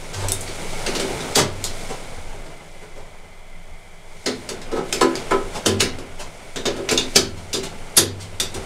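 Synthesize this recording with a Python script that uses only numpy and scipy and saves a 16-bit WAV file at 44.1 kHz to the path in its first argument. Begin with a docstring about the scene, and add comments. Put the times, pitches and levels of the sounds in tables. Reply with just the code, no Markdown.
"""A screwdriver and a stiff wire click and scrape in the pressure switch of a well pump.
Each slip of the tool cracks and rings the steel, knocks the switch on its pipe and booms in the
pressure tank; some twang the switch spring. A small hard-walled room answers every hit.
A jacket sleeve rubs and swishes close to the microphone, over a faint hiss and a deep rumble."""
import sys
import numpy as np
from scipy import signal
from scipy.fft import rfft, irfft, next_fast_len
from scipy.io import wavfile

SR = 44100
rng = np.random.default_rng(int(sys.argv[2]) if len(sys.argv) > 2 else 0)


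def materialize(psi):
    """Save the field psi as 16-bit PCM at rate SR to the path in sys.argv[1].

    A 1-D psi becomes a single channel; in a 2-D psi each row is a channel.
    """
    bounded = np.clip(np.atleast_2d(psi).T, -1, 1)
    quanta = np.round(bounded * 32767).astype(np.int16)
    wavfile.write(sys.argv[1], SR, quanta)


N = 381465
T = np.arange(2 * SR) / SR  # seconds since a hit
CLOCK = np.arange(N) / SR

# The tip clicks on the switch. Each row: start in seconds, force in dB, heft into the switch body in dB,
# bright edge in dB, blade ring in dB, contact time in seconds.
TAPS = [(0.2848, -25.5, 7, 6.5, -51, 0.0023), (0.3196, -30.5, 6, 18.5, -30.5, .0012),
        (0.4082, -43.5, 4, 20.5, -60, 0.0051), (0.475, -29.5, 8, -11, -48, 0.0058),
        (0.8638, -17, 8, -8, -50, 0.0035), (0.951, -19, 7.5, -5.5, -41, 0.0056),
        (0.997, -19.5, 9, -4.5, -48, 0.0059), (1.205, -28, 13.5, -12, -41, 0.0027),
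        (1.357, -10.5, 8.5, 1.5, -29, 0.006), (1.6402, -20.5, -1.5, 3.5, -36.5, 0.0024),
        (4.2615, -16.5, 11, -7.5, -42, 0.0044), (4.4899, -26, 11.5, 1, -59, .005),
        (4.616, -32, 1, -7, -60, 0.0035), (4.926, -17.5, 6.5, 0, -47, 0.0034),
        (5.1542, -21.5, 5.5, -5.5, -54, 0.0023), (5.6601, -12, 12, 0, -32, .005),
        (5.805, -9, 4.5, -1, -41, 0.0045), (5.986, -35, 15.5, -3, -57, 0.0041),
        (6.5594, -21, 8.5, -7, -49, .006), (6.6547, -16, 12.5, -7.5, -26, 0.0066),
        (6.889, -13, 0.5, -11, -39, .005), (6.912, -16, 14, -1, -46, 0.0035),
        (6.9758, -12, -2.5, -8.5, -14.5, 0.0031), (7.159, -5.5, 7, 1.5, -44, 0.0044),
        (7.5299, -16, -11, -4, -34, 0.0098), (7.541, -23, 14.5, -1, -25.5, 0.0054),
        (7.9743, -6.5, 6.5, 4, -27, 0.0089), (8.3996, -15.5, 0, 1.5, -20, .004),
        (8.5421, -29, 13.5, 2.5, -41, 0.0074)]
# Centres of the thud, knock, clang, tick and fizz bands, in Hz.
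BANDS = [180, 400, 1300, 3800, 8200]
# A tap's edge lifts the top end. Each row: frequency in Hz, share of the edge.
EDGE_SHARE = [(3800, 0.02), (6000, 0.42), (8200, 1.02), (12500, 1.04)]
# Blunt blows on the switch frame. Each row: start in seconds, force in dB, then shell clang and
# contact click in dB against that force.
KNOCKS = [(4.716, -4.5, -15, -30), (4.766, -8, -10.5, -30), (5.0104, 6, -5.5, -22), (5.309, 3, -4.5, -27),
          (6.765, -10, -15, -24.5)]
# Skids into some hard taps. Each row: landing time in seconds, skid level in dB, boom level in dB.
SKIDS = [(1.358, -15, -37), (5.662, -22, -30.5), (5.803, -20, -33), (7.159, -17, -32), (7.9737, -14, -33.5)]
# Spring twangs. Each row: start in seconds, level in dB, pitch factor set by where the tool holds it.
TWANGS = [(4.259, -32.5, 1.02), (4.4898, -36.5, 0.96), (4.9275, -28.5, 1.08), (5.1543, -33, 1),
          (5.804, -23.5, .597), (7.164, -16.5, 1), (7.978, -16, 0.99)]
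# Wire and hand slide. Each row: cue in seconds, length in seconds, force in dB, brightness in dB.
SCRAPES = [(0.143, 0.027, -21, 18), (0.138, 0.17, -11.5, 0), (1.05, 0.15, -4, -19), (1.381, 0.037, 8, 3.5),
           (1.883, 0.065, -6, -5), (2.298, 0.1, -16, -13), (2.459, 0.033, -13.5, -8),
           (2.813, 0.057, -16, -7.5), (2.951, 0.068, -15, -10.5), (4.724, 0.11, -4.5, -14),
           (5.531, 0.071, -12.5, 3.5), (6.19, 0.055, -18.5, 8.5), (7.362, 0.064, -28.5, 11),
           (7.642, 0.018, -9, 9), (8.201, 0.055, -25.5, 19)]
# A stroke across the five bands: its usual gain in dB, and each band's share of its brightness.
STROKE_DB, BRIGHT_SHARE = [-10.5, -0.5, -13.5, -21, -25], [0.34, 0, 0.57, 0.98, 1]
# The sleeve's fader moves. Each row: time in seconds, rub in dB, swish in dB.
SLEEVE_MOVES = [(0.0, -37, -43.5), (0.46, -35.5, -38.5), (0.91, -29.5, -36), (1.03, -30, -35.5),
                (1.33, -31, -36.5), (1.49, -36.5, -43.5), (1.81, -35, -39.5), (2.46, -43, -50.5),
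                (3.44, -50, -56.5), (4.04, -51, -55), (4.31, -45.5, -46), (4.43, -39.5, -46.5),
                (4.79, -38.5, -51), (4.94, -37, -40), (5.16, -30, -40), (5.49, -35.5, -43),
                (5.78, -36.5, -46.5), (6.02, -41.5, -50.5), (6.6, -43, -47.5), (6.79, -35, -47),
                (7.11, -38, -41), (7.32, -39.5, -46.5), (8.43, -40, -48), (8.65, -34.5, -43.5)]
# The microphone is jostled. Each row: peak time in seconds, length in seconds, level in dB.
BUMPS = [(0.27, .1, -27), (1.14, 0.17, -30), (2.233, 0.36, -32), (3.42, 0.12, -45), (3.712, 0.062, -34.5),
         (5.47, 0.14, -33), (6.93, .2, -38), (8.599, 0.14, -29)]

# The ringing metal. Each row: mode frequency in Hz, relative level in dB, seconds to fade by 60 dB.
BLADE_MODES = [(2830, -10, 0.15), (3430, -2, 0.087), (3430, -7, 0.13), (3480, -11, 0.041),
               (3670, -2.5, 0.061), (3720, 2, 0.14), (3550, 0.5, 0.14), (3880, -18, 0.12),
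               (6200, -15, 0.13), (6360, -3, 0.051), (6660, -5, 0.11), (7280, -10, 0.17)]  # screwdriver blade
SWITCH_MODES = [(259.4, -9, 0.225), (336, -7.5, 0.22), (365.5, -2.5, 0.14), (386.2, 1, 0.18),
                (417, -1, 0.13), (449.4, 0.5, 0.1), (486, -9, 0.16), (554.7, -11.5, 0.21)]  # switch box on its pipe
PIPE_MODES = [(146, 0, 0.3), (215.1, 0.5, 0.59), (254, -3, 0.85), (273, -3, 0.65)]  # low pipework
SHELL_MODES = [(781, -4.5, 0.26), (884, -5, 0.2), (1007, 3.5, 0.28), (1060, -5, 0.16), (1283, 1, 0.24),
               (1332, 0, 0.21), (1448, -10, 0.17), (1660, -7, 0.19), (1712, -5, .2), (2190, -14, .24)]  # the tank's steel shell
TANK_MODES = [(78.8, -9.5, 2.24), (97, 1.5, 1.3), (165.4, -17.5, 2.9)]  # deep boom of the whole tank
SPRING_MODES = [(4360, -9, 0.23), (4470, -7, 0.12), (4660, -4, 0.076), (4830, -4, 0.16), (4870, 10, 0.029),
                (6100, -23, 0.16), (6500, -7, 0.14), (7340, -17, 0.22)]  # switch spring
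ARM_MODES = [(10590, -3, .09), (10645, 0, .17), (10830, -7, .06), (11130, -4, .06), (11340, -6, .09),
             (11408, 0, .15)]  # thin contact arm in the switch

# Tone curves. Each row: frequency in Hz, gain in dB.
CONTACT_EQ = [(50, -24), (130, -7.5), (220, -4), (310, -9), (430, -6), (650, -4), (950, -8.5), (1400, -0.5),
              (1800, -2.5), (2900, -3.5), (4000, -2), (4900, -2.5), (8000, -2), (13000, -12.5)]  # a hit
SLIDE_EQ = [(50, -26.5), (145, 3), (260, -9.5), (400, -8.5), (600, -6.5), (950, -1.5), (1250, -6.5),
            (2300, -4.5), (4000, -1.5), (8000, 1.5), (13000, -10.5)]  # a sliding stroke
MIC_EQ = [(9900, 0), (10500, -3), (11050, -14.5), (11600, -4), (12200, -2.5), (13700, -7), (15000, -24),
          (15700, -15)]  # microphone, with a narrow port notch

# Noise colours. Each row: frequency in Hz, relative spectral level in dB.
SKID_NOISE = [(200, -38), (1000, -2), (3000, 9), (7000, 10), (10000, -2), (15000, -17)]  # bright friction of the tip
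RUB_NOISE = [(55, -4), (95, 1.5), (160, 4.5), (290, -3), (400, 3), (650, 2), (900, -2), (1150, -7.5),
             (1400, -4.5), (1900, -12), (3000, -9.5), (6000, -51)]  # dull cloth
SWISH_NOISE = [(600, -34), (1300, -47), (1850, 0.5), (2250, 9.5), (2750, -11), (3400, 2.5), (4000, 1),
               (4500, 0), (7000, -0.5), (9500, -1.5), (13000, -11), (16000, -6)]  # airy cloth
BUMP_NOISE = [(10, -13), (20, 7), (32, -3), (55, -21), (90, -6.5), (130, -25), (300, -53), (1000, -90)]  # soft low thump
ROOM_TONE = [(58, 3), (85, 14), (130, -13), (170, 11.5), (290, -54), (390, 4.5), (490, -33), (600, 4),
             (850, -2), (1150, -7.5), (1900, -9), (2600, -28), (4200, -31), (10000, -24)]  # steady bed
WHISTLE_NOISE = [(1700, -40), (1960, -12), (2040, 7.5), (2150, 0), (2330, 1), (2480, -9), (2720, -27),
                 (2950, -9), (3400, -6), (4000, -48)]  # thin whistling hiss
RUMBLE_NOISE = [(3, -52), (8, -13), (13, -2), (18, 5), (24, -15), (34, -21), (48, -48), (70, -55),
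                (150, -70)]  # sub-bass at the microphone

# The room's reverb. Each row: frequency in Hz, seconds to fade by 60 dB.
ROOM_DECAY = [(150, 0.56), (400, 0.32), (1300, 0.32), (4000, 0.27), (8000, 0.18), (14000, 0.17)]


def taps(snap_db=6.5, boom_db=-39, usual_contact_s=0.0041):
    """Each tap cracks and rings the blade; its heft pushes into the switch, the pipes and the tank."""
    out = np.zeros(N)
    for s, force, heft, edge, blade, contact_s in TAPS:
        tail = room_tail()
        push = force + heft
        thud = push - 5.5
        clang = (push + force) / 2 - 7.5
        body = list(zip(BANDS, (thud, push, clang, force, force)))
        treble = [(hz, share * edge) for hz, share in EDGE_SHARE]
        snap = snap_db + 19.5 * np.log10(usual_contact_s / contact_s)  # briefer contacts snap harder
        add(out, s, colour(crack(tail, snap, contact_s), body, treble, CONTACT_EQ, spot_colour()))
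        add(out, s, pump_body(tail, thud, push, clang))
        add(out, s, amp(blade - 4) * ring(BLADE_MODES, tail, rise_s=0.00044, wet_db=-9.5))
        add(out, s + 0.004, amp(push + boom_db) * ring(TANK_MODES, tail, rise_s=0.0083, wet_db=-13))
    return out


def crack(tail, snap_db, contact_s=0.0037, build_s=0.0038, bite_s=0.0012):
    """The attack: a few milliseconds of chattering metal, then the room's answer."""
    t = T[:len(tail)]
    envelope = np.exp(-t / contact_s) * (1 - 0.43 * np.exp(-t / bite_s))
    chatter = amp(snap_db + 4) * rng.standard_normal(len(t)) * envelope
    reflections = tail * (1 - np.exp(-t / build_s))
    return level_attack(chatter + reflections)


def spot_colour(ripple_db=3, count=56):
    """A fresh tone curve per hit: each spot the tip meets favours other well-damped resonances."""
    hz = np.linspace(1500, 16000, count)
    return np.column_stack([hz, ripple_db * rng.standard_normal(count) * (hz > hz[0])])


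def pump_body(tail, thud_db, knock_db, clang_db):
    """A blow rings the pipes, the switch and the tank's shell; heavy parts speak more slowly."""
    out = np.zeros(len(T))
    add(out, 0.00418, amp(thud_db - 25) * ring(PIPE_MODES, tail, rise_s=0.0097, wet_db=-11.5))
    add(out, 0.00404, amp(knock_db - 19) * ring(SWITCH_MODES, tail, rise_s=0.022, wet_db=-4))
    add(out, 0.00096, amp(clang_db - 19.5) * ring(SHELL_MODES, tail, rise_s=0.0039, wet_db=-8.5))
    return out


def ring(modes, tail, rise_s, wet_db, spread_db=1.5):
    """Struck metal rings out into the room, its modes balanced a little differently each time."""
    t = T[:int(max(t60 for _, _, t60 in modes) * SR)]
    offsets_db = spread_db * rng.standard_normal(len(modes))
    phases = rng.random(len(modes))
    metal = sum(amp(db + offset - 60 * t / t60) * np.sin(2 * np.pi * (hz * t + phase))
                for (hz, db, t60), offset, phase in zip(modes, offsets_db, phases))
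    metal *= 1 - np.exp(-t / rise_s)
    return level_attack(metal + amp(wet_db) * reverb(metal, tail))


def knocks(snap_db=2, muffle_db=8, hollow_db=3):
    """A blunt blow chatters less than a tap and rings the tank's shell more."""
    out = np.zeros(N)
    for s, force, shell, click in KNOCKS:
        tail = room_tail()
        thud, clang, tick = force - 15, force + shell, force + click
        fizz = tick - 3.5
        body = list(zip(BANDS, (thud, force - muffle_db, clang - muffle_db, tick, fizz)))
        add(out, s, colour(crack(tail, snap_db), body, CONTACT_EQ, spot_colour()))
        add(out, s, pump_body(tail, thud, force, clang + hollow_db))
    return out


def skids(swell_s=0.0047):
    """Friction swells into the hit as the tip loses its grip."""
    envelope = np.zeros(N)
    lead_s = 4 * swell_s
    for s, db, _ in SKIDS:
        add(envelope, s - lead_s, amp(db) * np.exp(T[:int(lead_s * SR)] / swell_s - 4))
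    return envelope * noise(SKID_NOISE)


def booms(nudge_s=0.138, nudge_db=-33):
    """The tank booms at a first nudge of the hand; tank and pipes boom whenever a skid lands."""
    out = np.zeros(N)
    add(out, nudge_s, amp(nudge_db) * ring(TANK_MODES, room_tail(), rise_s=0.022, wet_db=-12))
    for s, _, db in SKIDS:
        tail = room_tail()
        add(out, s + 0.0029, amp(db) * ring(TANK_MODES, tail, rise_s=0.023, wet_db=-9.5))
        add(out, s + 0.00476, amp(db) * ring(PIPE_MODES, tail, rise_s=0.011, wet_db=-12))
    return out


def twangs(arm_s=7.967, arm_db=-8):
    """The spring sings on when the tool slips off it; one hard skid also sets a contact arm squealing."""
    out = np.zeros(N)
    for s, db, pitch in TWANGS:
        modes = [(hz * pitch, level, t60) for hz, level, t60 in SPRING_MODES]
        add(out, s, amp(db) * ring(modes, room_tail(), rise_s=0.00045, wet_db=-6))
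    add(out, arm_s, amp(arm_db) * ring(ARM_MODES, room_tail(), rise_s=0.0011, wet_db=-5))
    return out


def scrapes(slips_per_s=1500, gain_db=4, lead_s=0.015):
    """A stroke of wire or hand is a swelling run of tiny slips, smeared by the room."""
    out = np.zeros(N)
    for s, length, force, bright in SCRAPES:
        tail = room_tail()
        t = T[:len(tail)]
        slips = rng.standard_normal(len(t)) * np.sqrt(SR / slips_per_s)
        slips *= rng.random(len(t)) < slips_per_s / SR
        swell = np.sin(np.pi * np.minimum(t / length, 1)) ** 2
        stroke = reverb(slips * swell, tail)
        tone = [(hz, db + share * bright) for hz, db, share in zip(BANDS, STROKE_DB, BRIGHT_SHARE)]
        add(out, s - lead_s, amp(force + gain_db) * colour(stroke, tone, SLIDE_EQ))
    return out


def sleeve(grain_db=3, rub_gain_db=-0.5, swish_gain_db=1.5):
    """Cloth rubs with a dull, lumpy sound and swishes in fine grains."""
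    s, rub_db, swish_db = np.transpose(SLEEVE_MOVES)
    folds = flutter(per_s=55, depth_db=0.28)
    grains = amp(grain_db * np.minimum(rng.exponential(1, N), 5))
    lumps = flutter(per_s=70, depth_db=1.5)
    rub = amp(np.interp(CLOCK, s, rub_db) + rub_gain_db) * noise(RUB_NOISE, lumps)
    swish = amp(np.interp(CLOCK, s, swish_db) + swish_gain_db) * noise(SWISH_NOISE, grains)
    return folds * (rub + swish)


def background(room_db=-48.5, whistle_db=-53, rumble_gain_db=-15, rumble_follow=0.46):
    """The bed: room tone, a whistling hiss, a rumble that grows as the sleeve moves, and soft bumps."""
    s, rub_db, _ = np.transpose(SLEEVE_MOVES)
    rumble = amp(rumble_gain_db + rumble_follow * np.interp(CLOCK, s, rub_db)) * noise(RUMBLE_NOISE)
    steady = amp(room_db) * noise(ROOM_TONE) + amp(whistle_db) * noise(WHISTLE_NOISE)
    jostle = sum(amp(db) * np.exp(-(2 * (CLOCK - s) / length) ** 2) for s, length, db in BUMPS)
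    return steady + rumble + jostle * noise(BUMP_NOISE)


def room_tail(size=24000):
    """Dense reflections off the hard walls; the treble dies first."""
    hz, t, spectrum = signal.stft(rng.standard_normal(size), SR, nperseg=256)
    decay = amp(-60 * t / curve(ROOM_DECAY, hz)[:, None])
    _, tail = signal.istft(spectrum * decay, SR, nperseg=256)
    return level_attack(tail[:size])


def reverb(x, tail):
    """The fully wet sound, through a tail of unit energy."""
    return signal.fftconvolve(x, tail / np.linalg.norm(tail))[:len(x)]


def amp(db):
    """Decibels to gain."""
    return 10 ** (np.asarray(db) / 20)


def curve(points, hz):
    """Joins breakpoints with straight lines on a log-frequency axis."""
    f, value = np.transpose(points)
    return np.interp(np.log(hz + 1), np.log(f + 1), value)


def add(mix, s, sound):
    """Drops a sound into the mix at s seconds."""
    part = mix[max(round(s * SR), 0):][:len(sound)]
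    part += sound[:len(part)]


def level_attack(x):
    """Scales a sound to rms 1 over its first 40 ms."""
    return x / np.sqrt(np.mean(x[:int(.04 * SR)] ** 2) + 1e-20)


def colour(x, *curves, size=2048):
    """Stacks dB tone curves into one minimum-phase EQ, so nothing rings ahead of a hit."""
    hz = np.fft.rfftfreq(size, 1 / SR)
    gain = amp(sum(curve(points, hz) for points in curves))
    cepstrum = irfft(np.log(gain))
    cepstrum[1:size // 2] *= 2
    cepstrum[size // 2 + 1:] = 0
    impulse = irfft(np.exp(rfft(cepstrum)))
    return signal.oaconvolve(x, impulse)[:len(x)]


def noise(spectrum, drive=1):
    """Noise of rms 1 with the given spectrum; drive roughens it before it is coloured."""
    size = next_fast_len(N)
    gain = amp(curve(spectrum, np.fft.rfftfreq(size, 1 / SR)))
    x = irfft(rfft(drive * rng.standard_normal(N), size) * gain, size)[:N]
    return x / x.std()


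def flutter(per_s, depth_db):
    """A gain that wanders at random."""
    knots = rng.standard_normal(N // 20)
    return amp(depth_db * np.interp(CLOCK * per_s, np.arange(len(knots)), knots))


def scene():
    """Tool, wire, sleeve and room in one mono mix."""
    return (taps() + knocks() + skids() + booms() + twangs() + scrapes() + sleeve() + background())[None]


def record(dry, threshold_db=-17, squeeze=0.49, recovery_db_per_s=22, cutoff_hz=15750):
    """Microphone colour, gain control that ducks after loud taps, hard clipping and a low-pass."""
    x = colour(dry[0], MIC_EQ)
    power_db = 10 * np.log10(signal.lfilter([1 / 500], [1, 1 / 500 - 1], x ** 2) + 1e-12)
    fall = CLOCK * recovery_db_per_s
    held_db = np.maximum.accumulate(power_db + fall) - fall  # catches each peak, then sinks
    over_db = np.maximum(held_db - threshold_db, 0)
    duck_db = signal.lfilter([1 / 600], [1, 1 / 600 - 1], squeeze * over_db)  # eases in over 14 ms
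    x = np.clip(x * amp(-duck_db), -1, 1)
    lowpass = signal.firwin(511, cutoff_hz, window=("kaiser", 9), fs=SR)
    return signal.oaconvolve(x, lowpass, "same")[None]


dry = scene()
out = record(dry)
materialize(out)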